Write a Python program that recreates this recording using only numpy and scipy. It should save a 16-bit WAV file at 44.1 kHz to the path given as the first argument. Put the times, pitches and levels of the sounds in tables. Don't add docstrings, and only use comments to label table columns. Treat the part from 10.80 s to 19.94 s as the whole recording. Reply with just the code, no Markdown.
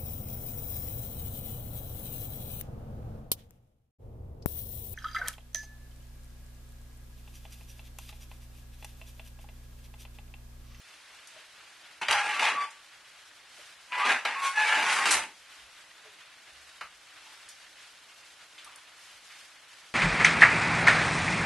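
import sys
import numpy as np
from scipy import signal
from scipy.fft import rfft, irfft, next_fast_len
from scipy.io import wavfile
from scipy.ndimage import uniform_filter1d

SR = 44100
rng = np.random.default_rng(int(sys.argv[2]) if len(sys.argv) > 2 else 0)


def wrap_up_sound(samples):
    columns = np.atleast_2d(samples).T
    tamed = np.clip(columns, -1, 1)
    steps = np.round(tamed * 32767).astype(np.int16)
    wavfile.write(sys.argv[1], SR, steps)


def volts_from_decibels(level):
    exponent = np.asarray(level, float) / 20
    return 10 ** exponent


N = 403074


def rms_one(x):
    return x / np.sqrt(np.mean(x ** 2) + 1e-20)


def add(out, start_s, x):
    part = out[round(start_s * SR):][:len(x)]
    part += x[:len(part)]


def butter(x, order, hz, kind="low"):
    return signal.sosfilt(signal.butter(order, hz, kind, fs=SR, output="sos"), x)


def colour(x, points):
    size = next_fast_len(len(x) + 4096)
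    hz = np.maximum(np.fft.rfftfreq(size, 1 / SR), 1)
    point_hz, point_db = np.array(points).T
    gain = volts_from_decibels(np.interp(np.log(hz), np.log(point_hz), point_db))
    return irfft(rfft(x, size) * gain, size)[:len(x)]


def split(x, low_hz, high_hz):
    low = signal.sosfiltfilt(signal.butter(3, low_hz, fs=SR, output="sos"), x)
    high = signal.sosfiltfilt(signal.butter(3, high_hz, "high", fs=SR, output="sos"), x)
    return low, x - low - high, high


def drift(rate_hz):
    r = np.exp(-80 * np.pi * rate_hz / SR)
    noise = rng.standard_normal(N // 40 + 2002)
    slow = rms_one(signal.lfilter([1], [1, -2 * r, r * r], noise)[2000:])
    return np.interp(np.arange(N) / 40, np.arange(len(slow)), slow)


def envelope(s, hold_s, rise, fall):
    lead_s = 45 / rise
    length_s = lead_s + abs(hold_s) + 60 / fall
    t = np.arange(int(length_s * SR)) / SR - lead_s
    gain_db = np.minimum(rise * t, fall * (hold_s - t))
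    return s - lead_s, volts_from_decibels(np.minimum(0, gain_db))


def ring(push, hz, t60_s):
    r = volts_from_decibels(-60 / (t60_s * SR))
    w = 2 * np.pi * hz / SR
    return signal.lfilter([0, np.sin(w)], [1, -2 * r * np.cos(w), r * r], push + 1e-18)


def burst(t60_s):
    t = np.arange(SR // 2) / SR
    return rng.standard_normal(len(t)) * volts_from_decibels(-60 * t / t60_s)


def air():
    # hz, level_db
    tone_points = [(12, -52), (20, -27), (65, -14.5), (268, -18), (307, -13), (360, -16), (434, -12.5),
                   (496, -12.5), (538, -9), (895, -2.5), (1340, 2), (1450, 3.5), (2980, 2), (9690, -11.5),
                   (12000, -14.5), (15600, -78), (22000, -120)]
    # hz, side_minus_mid_db
    side_points = [(60, -21), (110, -30), (200, -13), (350, -10), (630, -11), (1150, -10), (2070, -14),
                   (3730, -6), (6720, -4), (12100, -4.5)]
    rest_levels = [-71, -57.5, -61.5]
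    # pitch_hz, level_db
    hum_lines = [(64.6, -99.5), (306.8, -81.5)]
    # middle_s, length_s, over_room_tone_db, hiss_db
    shuffles = [(0.12, 0.15, -1, 1), (0.358, 0.33, 1.5, -10), (0.573, 0.18, 4, -7), (0.846, 0.33, -1, -13),
                (1.072, 0.33, 0.5, -16), (2.136, 0.077, -8, -11), (2.403, 0.13, -0.5, -3.4),
                (2.833, 0.33, 1, 1), (4.76, 0.26, 2.1, -0.5), (5, 0.13, -1, -0.1), (5.11, 0.08, -9, -13),
                (5.39, 0.45, 0, -20), (5.69, 0.078, 2.8, -18), (5.847, 0.43, -1, -3), (6.37, 0.19, 1, -8),
                (6.547, 0.47, 1, 0.7), (6.84, 0.19, -1.5, 0.5), (7.034, 0.22, 1, -1.5),
                (7.446, 0.34, -3.5, 2), (7.621, 0.1, -0.5, 2), (7.78, 0.38, -9, 1), (7.904, 0.22, 1.5, -15),
                (8.084, 0.049, 2.5, -13), (8.28, 0.33, -1, 4), (8.557, 0.41, -1, 4), (8.977, 0.44, -2.7, 1)]
    power = np.ones((3, N))
    for middle_s, length_s, db, hiss_db in shuffles:
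        swell = np.hanning(int(length_s * SR))
        for layer, share_db in zip(power, (-4, 0, hiss_db)):
            add(layer, max(middle_s - length_s / 2, 0), volts_from_decibels(db + share_db) ** 2 * swell)
    pair = []
    for points in ([(20, 0), (12000, 0)], side_points):
        noise = colour(rng.standard_normal(N), tone_points)
        pair.append(split(colour(noise, points), 700, 4000))
    out = np.zeros((2, N))
    for mid, side, db, p in zip(*pair, rest_levels, power):
        level = volts_from_decibels(db + 0.94 * drift(21)) * np.sqrt(p)
        out += level * np.array([mid + side, mid - side]) / np.std(mid)
    t = np.arange(N) / SR
    for hz, db in hum_lines:
        out += volts_from_decibels(db - 1 + 2 * drift(13)) * np.sin(2 * np.pi * hz * t)
    return out


def port_wind():
    rumble = rms_one(butter(rng.standard_normal((2, N)), 2, 70))
    return volts_from_decibels(-91.5 + 3 * drift(3)) * rumble * volts_from_decibels(np.array([[3.5], [-3.5]]))


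def small_sounds():
    # start_s, peak_db, pitch_hz, t60_s
    ticks = [(.472, -37, 7200, 0.036), (1.906, -41, 7000, 0.058), (6.012, -27.5, 1400, 0.13),
             (6.012, -33, 2480, 0.2), (6.688, -34.5, 8600, 0.052), (6.688, -41, 5170, 0.33),
             (7.779, -35.5, 3040, 0.2), (7.845, -37.5, 9500, 0.023), (7.845, -37, 5660, 0.022),
             (7.959, -32, 9300, 0.013), (8.5, -39.5, 2320, 0.52)]
    # start_s, peak_db, pitch_hz, t60_s
    taps = [
        (.56, -47.5, 625, 0.27),
        (.826, -57, 1110, 0.076),
        (2.784, -48, 566, 0.087),
        (4.697, -59, 1500, 0.16),
        (5.108, -43, 1950, .1),
        (5.25, -48.5, 613, 0.13),
        (6.03, -48, 1230, 0.17),
        (6.46, -47, 925, 0.51),
        (7.86, -41.5, 1140, 0.42),
        (8.51, -53, 1680, 0.39),
    ]
    # start_s, peak_db, pitch_hz, t60_s
    thuds = [
        (1.288, -46.5, 106, 0.53),
        (1.6, -60, 119, 0.58),
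        (3.27, -58, 140, 0.6),
        (4.119, -61, 89, 0.35),
        (4.305, -52, 59.6, 0.21),
        (4.779, -62, 56.6, 0.51),
        (5.72, -64, 66, 0.44),
        (6.015, -62, 170, .15),
        (6.029, -62, 52, 0.4),
    ]
    out = np.zeros(N)
    for rows, cycles in ((ticks, 6), (taps, 16), (thuds, 16)):
        for start_s, db, hz, t60_s in rows:
            hit = ring(burst(np.clip(t60_s, .005, .45)), hz, cycles / hz)
            hit = butter(hit, 2, hz / 2, "high")
            add(out, start_s, volts_from_decibels(db - 3) * hit / np.abs(hit).max())
    return out


def knocks():
    # start_s, peak_db, treble_db
    knock_hits = [
        (1.215, -35, -5),
        (1.284, -14.5, -23),
        (1.31, -9, -10),
        (1.326, -11.5, -26),
        (3.451, -17, -20),
        (4.256, -12.5, -20),
        (4.307, -15, 1),
        (6.01, -29, -18),
    ]
    mids, highs = np.zeros(N), np.zeros(N)
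    for start_s, db, treble_db in knock_hits:
        crack = volts_from_decibels(db) * (burst(0.055) + volts_from_decibels(-1.5) * burst(.008))
        add(mids, start_s, crack)
        add(highs, start_s, volts_from_decibels(treble_db) * crack)
    body = butter(mids, 2, [800, 3900], "band")
    edge = butter(highs, 2, [3300, 9500], "band")
    return volts_from_decibels(-2) * body + volts_from_decibels(-5.5) * edge


def squeals():
    # start_s, hold_s, pitch_hz, level_db, overtone_db
    locked = [(1.345, 0.072, 822, -34, -2), (1.49, 0.016, 843, -37, -1), (1.785, 0.051, 1147, -27.5, -21.5),
              (3.135, 0.14, 995, -36, -7), (3.205, 0.011, 1137, -30.5, -22), (3.238, 0.032, 1210, -31, -18),
              (3.625, 0.068, 1096, -30, -10), (3.775, 0.064, 856, -34, 8.5), (3.89, 0.077, 864, -39, 7.5),
              (4.06, 0.092, 1084, -36, -24), (4.19, 0.036, 1090, -33, -15)]
    # start_s, hold_s, pitch_hz, level_db
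    singing = [(1.53, 0.055, 1154, -38), (1.63, 0.2, 1142, -41), (1.645, 0.015, 2195, -39),
               (1.799, 0.033, 3460, -48.5), (1.8, 0.023, 4600, -51), (1.9, 0.1, 1153, -65),
               (3.563, 0.026, 1094, -35.5), (3.63, 0.086, 1460, -43.5), (3.838, 0.094, 1630, -33),
               (3.859, 0.025, 2284, -30), (3.96, .03, 860, -35), (4.05, 0.067, 1467, -35.5)]
    overtone_steps = [0, -12, -25, -29]
    sandal = (5.268, .015, 436, -59)  # start_s, hold_s, pitch_hz, level_db
    out = np.zeros(N)
    pitch = 1 + .0035 * drift(60)
    waver = volts_from_decibels(2 * drift(60))
    for row in [*locked, *singing, sandal]:
        s, hold_s, hz, db, *overtone_db = row
        start, gain = envelope(s, hold_s, rise=700.5, fall=383)
        first = round(start * SR)
        here = slice(first, first + len(gain))
        sag_hz_per_s = 550 if row is sandal else 0
        sag = sag_hz_per_s * (np.arange(len(gain)) / SR - s + start)
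        phase = 2 * np.pi * np.cumsum((hz - sag) * pitch[here]) / SR
        levels = [0] + [over + step for over in overtone_db for step in overtone_steps]
        stack = sum(volts_from_decibels(level) * np.sin((k + 1) * phase) for k, level in enumerate(levels))
        add(out, start, np.sqrt(2) * volts_from_decibels(db) * gain * waver[here] * stack)
    return out


def grit_clicks():
    sizes_db = 2.5 * np.minimum(rng.exponential(1, N), 4)
    clicks = volts_from_decibels(sizes_db) * rng.choice([-1, 1], N)
    hits = rng.random(N) < 7000 / SR
    return rms_one(clicks * hits * volts_from_decibels(1.5 * drift(70)))


def tile_slab(push):
    # pitch_hz, t60_s, level_db
    slab_modes = [(253.5, 1, -11), (322, 0.27, -11), (390, 0.45, -7)]
    return sum(volts_from_decibels(db + 2 * drift(14)) * rms_one(ring(push, hz, t60_s)) for hz, t60_s, db in slab_modes)


def frame(push):
    # pitch_hz, level_db
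    tube_modes = [(625, -1.5), (790, -5.5), (835, 4), (895, 17.5), (950, -3), (1040, -1), (1095, -4.5),
                  (1146, -8.5), (1240, 11), (1377, 13.5), (1468, -10), (1630, 16), (1710, -15), (1800, -7),
                  (1910, 9.5), (2020, 7.5), (2095, 0.5), (2195, -10.5), (2295, 1), (2380, -18), (2460, 1.5),
                  (2565, -22.5), (2700, 1), (2800, -54), (2980, -16)]
    return sum(ring(push * volts_from_decibels(db + 5 * drift(8.5)), hz, .08) for hz, db in tube_modes)


def bright_frame(push):
    # pitch_hz, width_hz, level_db
    short_modes = [(5960, 59, 7.5), (6710, 27, -7), (6500, 71, -41.5), (7280, 66, -12.5), (7440, 12, -9.5),
                   (8350, 300, 3), (10660, 150, -8.5), (11100, 280, -2)]
    out = np.zeros(N)
    for k, (hz, width_hz, db) in enumerate(short_modes):
        out += (-1) ** k * volts_from_decibels(db + 5 * drift(12)) * rms_one(ring(push, hz, 1.1 / width_hz))
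    return out


def stroke_power():
    # start_s, hold_s, grinding_db, speed_hiss_db, tile_weight_db
    jerks = [
        (1.2145, 0.0042, -29, -24.5, -18),
        (1.285, 0.11, -25, -24, -36),
        (1.311, 0.011, -30, -17, -28),
        (1.595, 0.042, -25, -22.5, -27),
        (3.121, 0.088, -35.5, -32, -29),
        (3.253, 0.071, -23.5, -24, -19),
        (3.451, .012, -29, -26, -29),
        (4.257, 0.038, -26.5, -14.5, -15.5),
        (4.309, 0.0067, -27, -1, -30),
    ]
    # start_s, hold_s, grinding_db, speed_hiss_db, tile_weight_db
    shoves = [(1.46, 0.11, -32, -21, -22.5), (1.65, 0.043, -26, -25.5, -30),
              (1.73, 0.031, -36.5, -31, -17.5), (1.81, 0.028, -37, -22.5, -30), (3.1, .02, -61, -5, -15),
              (3.185, 0.064, -31, -25.5, -35), (3.49, 0.039, -37, -26, -22), (3.545, 0.05, -37, -26, -33),
              (3.645, 0.031, -34, -11.5, -29), (3.78, 0.041, -31.5, -19, -27),
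              (3.86, 0.098, -27, -21.5, -37), (3.985, 0.073, -28, -22, -19.5),
              (4.09, 0.082, -27.5, -15, -25.5), (4.2, 0.08, -29.5, -18, -19),
              (4.345, 0.024, -28.5, -27, -16.5), (4.41, 0.011, -39.5, -28, -9)]
    power = np.zeros((4, N))
    for rows, rise in ((jerks, 12000), (shoves, 314)):
        for s, hold_s, db, speed_db, weight_db in rows:
            start, gain = envelope(s, hold_s, rise, fall=234)
            bright_db = -2 + 0.72 * speed_db
            for layer, share_db in zip(power, (0, bright_db, speed_db, weight_db)):
                add(layer, start, (volts_from_decibels(db + share_db) * gain) ** 2)
    return power


def scrape():
    # hz, level_db
    grind_points = [(88, -53), (150, -35), (476, -32), (841, -4.5), (1130, -7), (1350, -6), (1690, -4),
                    (2570, -3), (3450, -10), (5760, -15), (8950, -18.5), (11300, -23), (11900, -45),
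                    (15600, -65), (22000, -120)]
    grit = grit_clicks()
    shifted_grit = np.roll(grit, SR)
    low, mid, high = split(colour(grit, grind_points), 490, 3600)
    low = rms_one(low) + tile_slab(shifted_grit)
    mid = rms_one(mid) + volts_from_decibels(-5) * rms_one(frame(shifted_grit))
    mid = butter(mid, 3, 450, "high")
    mid = sum(volts_from_decibels(1.6 * drift(9)) * part for part in split(mid, 1150, 2100))
    high = rms_one(high) + volts_from_decibels(-11) * rms_one(bright_frame(shifted_grit))
    _, bright, sizzle = split(high, 2500, 6800)
    layers = (mid, bright, sizzle, low)
    return sum(np.sqrt(p) * rms_one(x) for p, x in zip(stroke_power(), layers))


def room(x, wet_db):
    # hz, side_minus_mid_db
    width_points = [(60, -12), (110, -14), (200, -25), (350, -23), (630, -24), (1150, -25), (2070, -20),
                    (3730, -11.5), (6720, -1), (9500, -1), (12100, -11)]
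    t = np.arange(int(.6 * SR)) / SR
    fade = volts_from_decibels(-60 * t / 0.22) * np.clip(t / .006, 0, 1)
    tails = rng.standard_normal((2, len(t))) * fade
    tails /= np.sqrt(np.sum(tails ** 2, axis=1, keepdims=True))
    wet, other = signal.fftconvolve(x[None], tails, axes=1)[:, :N]
    mid = x + volts_from_decibels(wet_db) * wet
    side = volts_from_decibels(.5) * colour(other, width_points)
    return np.array([volts_from_decibels(.3) * mid + side, mid - side])


def scene():
    chair = butter(scrape() + knocks(), 3, 160, "high")
    return room(chair + small_sounds(), wet_db=-7.5) + room(squeals(), wet_db=-13) + air()


def thin_treble(x, weak, depth_db, contrast):
    hz, _, cells = signal.stft(x, SR, nperseg=2048)
    power = np.abs(cells.sum(axis=0)) ** 2 + 1e-20
    share = uniform_filter1d(power, size=8, axis=0) / uniform_filter1d(power, size=64, axis=0)
    gain = np.where(share < weak, volts_from_decibels(depth_db), share ** contrast)
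    reach = np.clip((hz[:, None] - 2300) / 2000, 0, 1)
    return signal.istft(cells * gain ** reach, SR, nperseg=2048)[1][:, :N]


def roll_off(x):
    return signal.sosfilt(signal.butter(12, 12150, fs=SR, output="sos"), x)


def record(dry):
    steep = signal.ellip(10, .5, 70, 11900, fs=SR, output="sos")
    x = signal.sosfilt(steep, dry + port_wind())
    x = thin_treble(x, weak=.52, depth_db=-20, contrast=.2)
    return roll_off(x)


dry = scene()
out = record(dry)
wrap_up_sound(out)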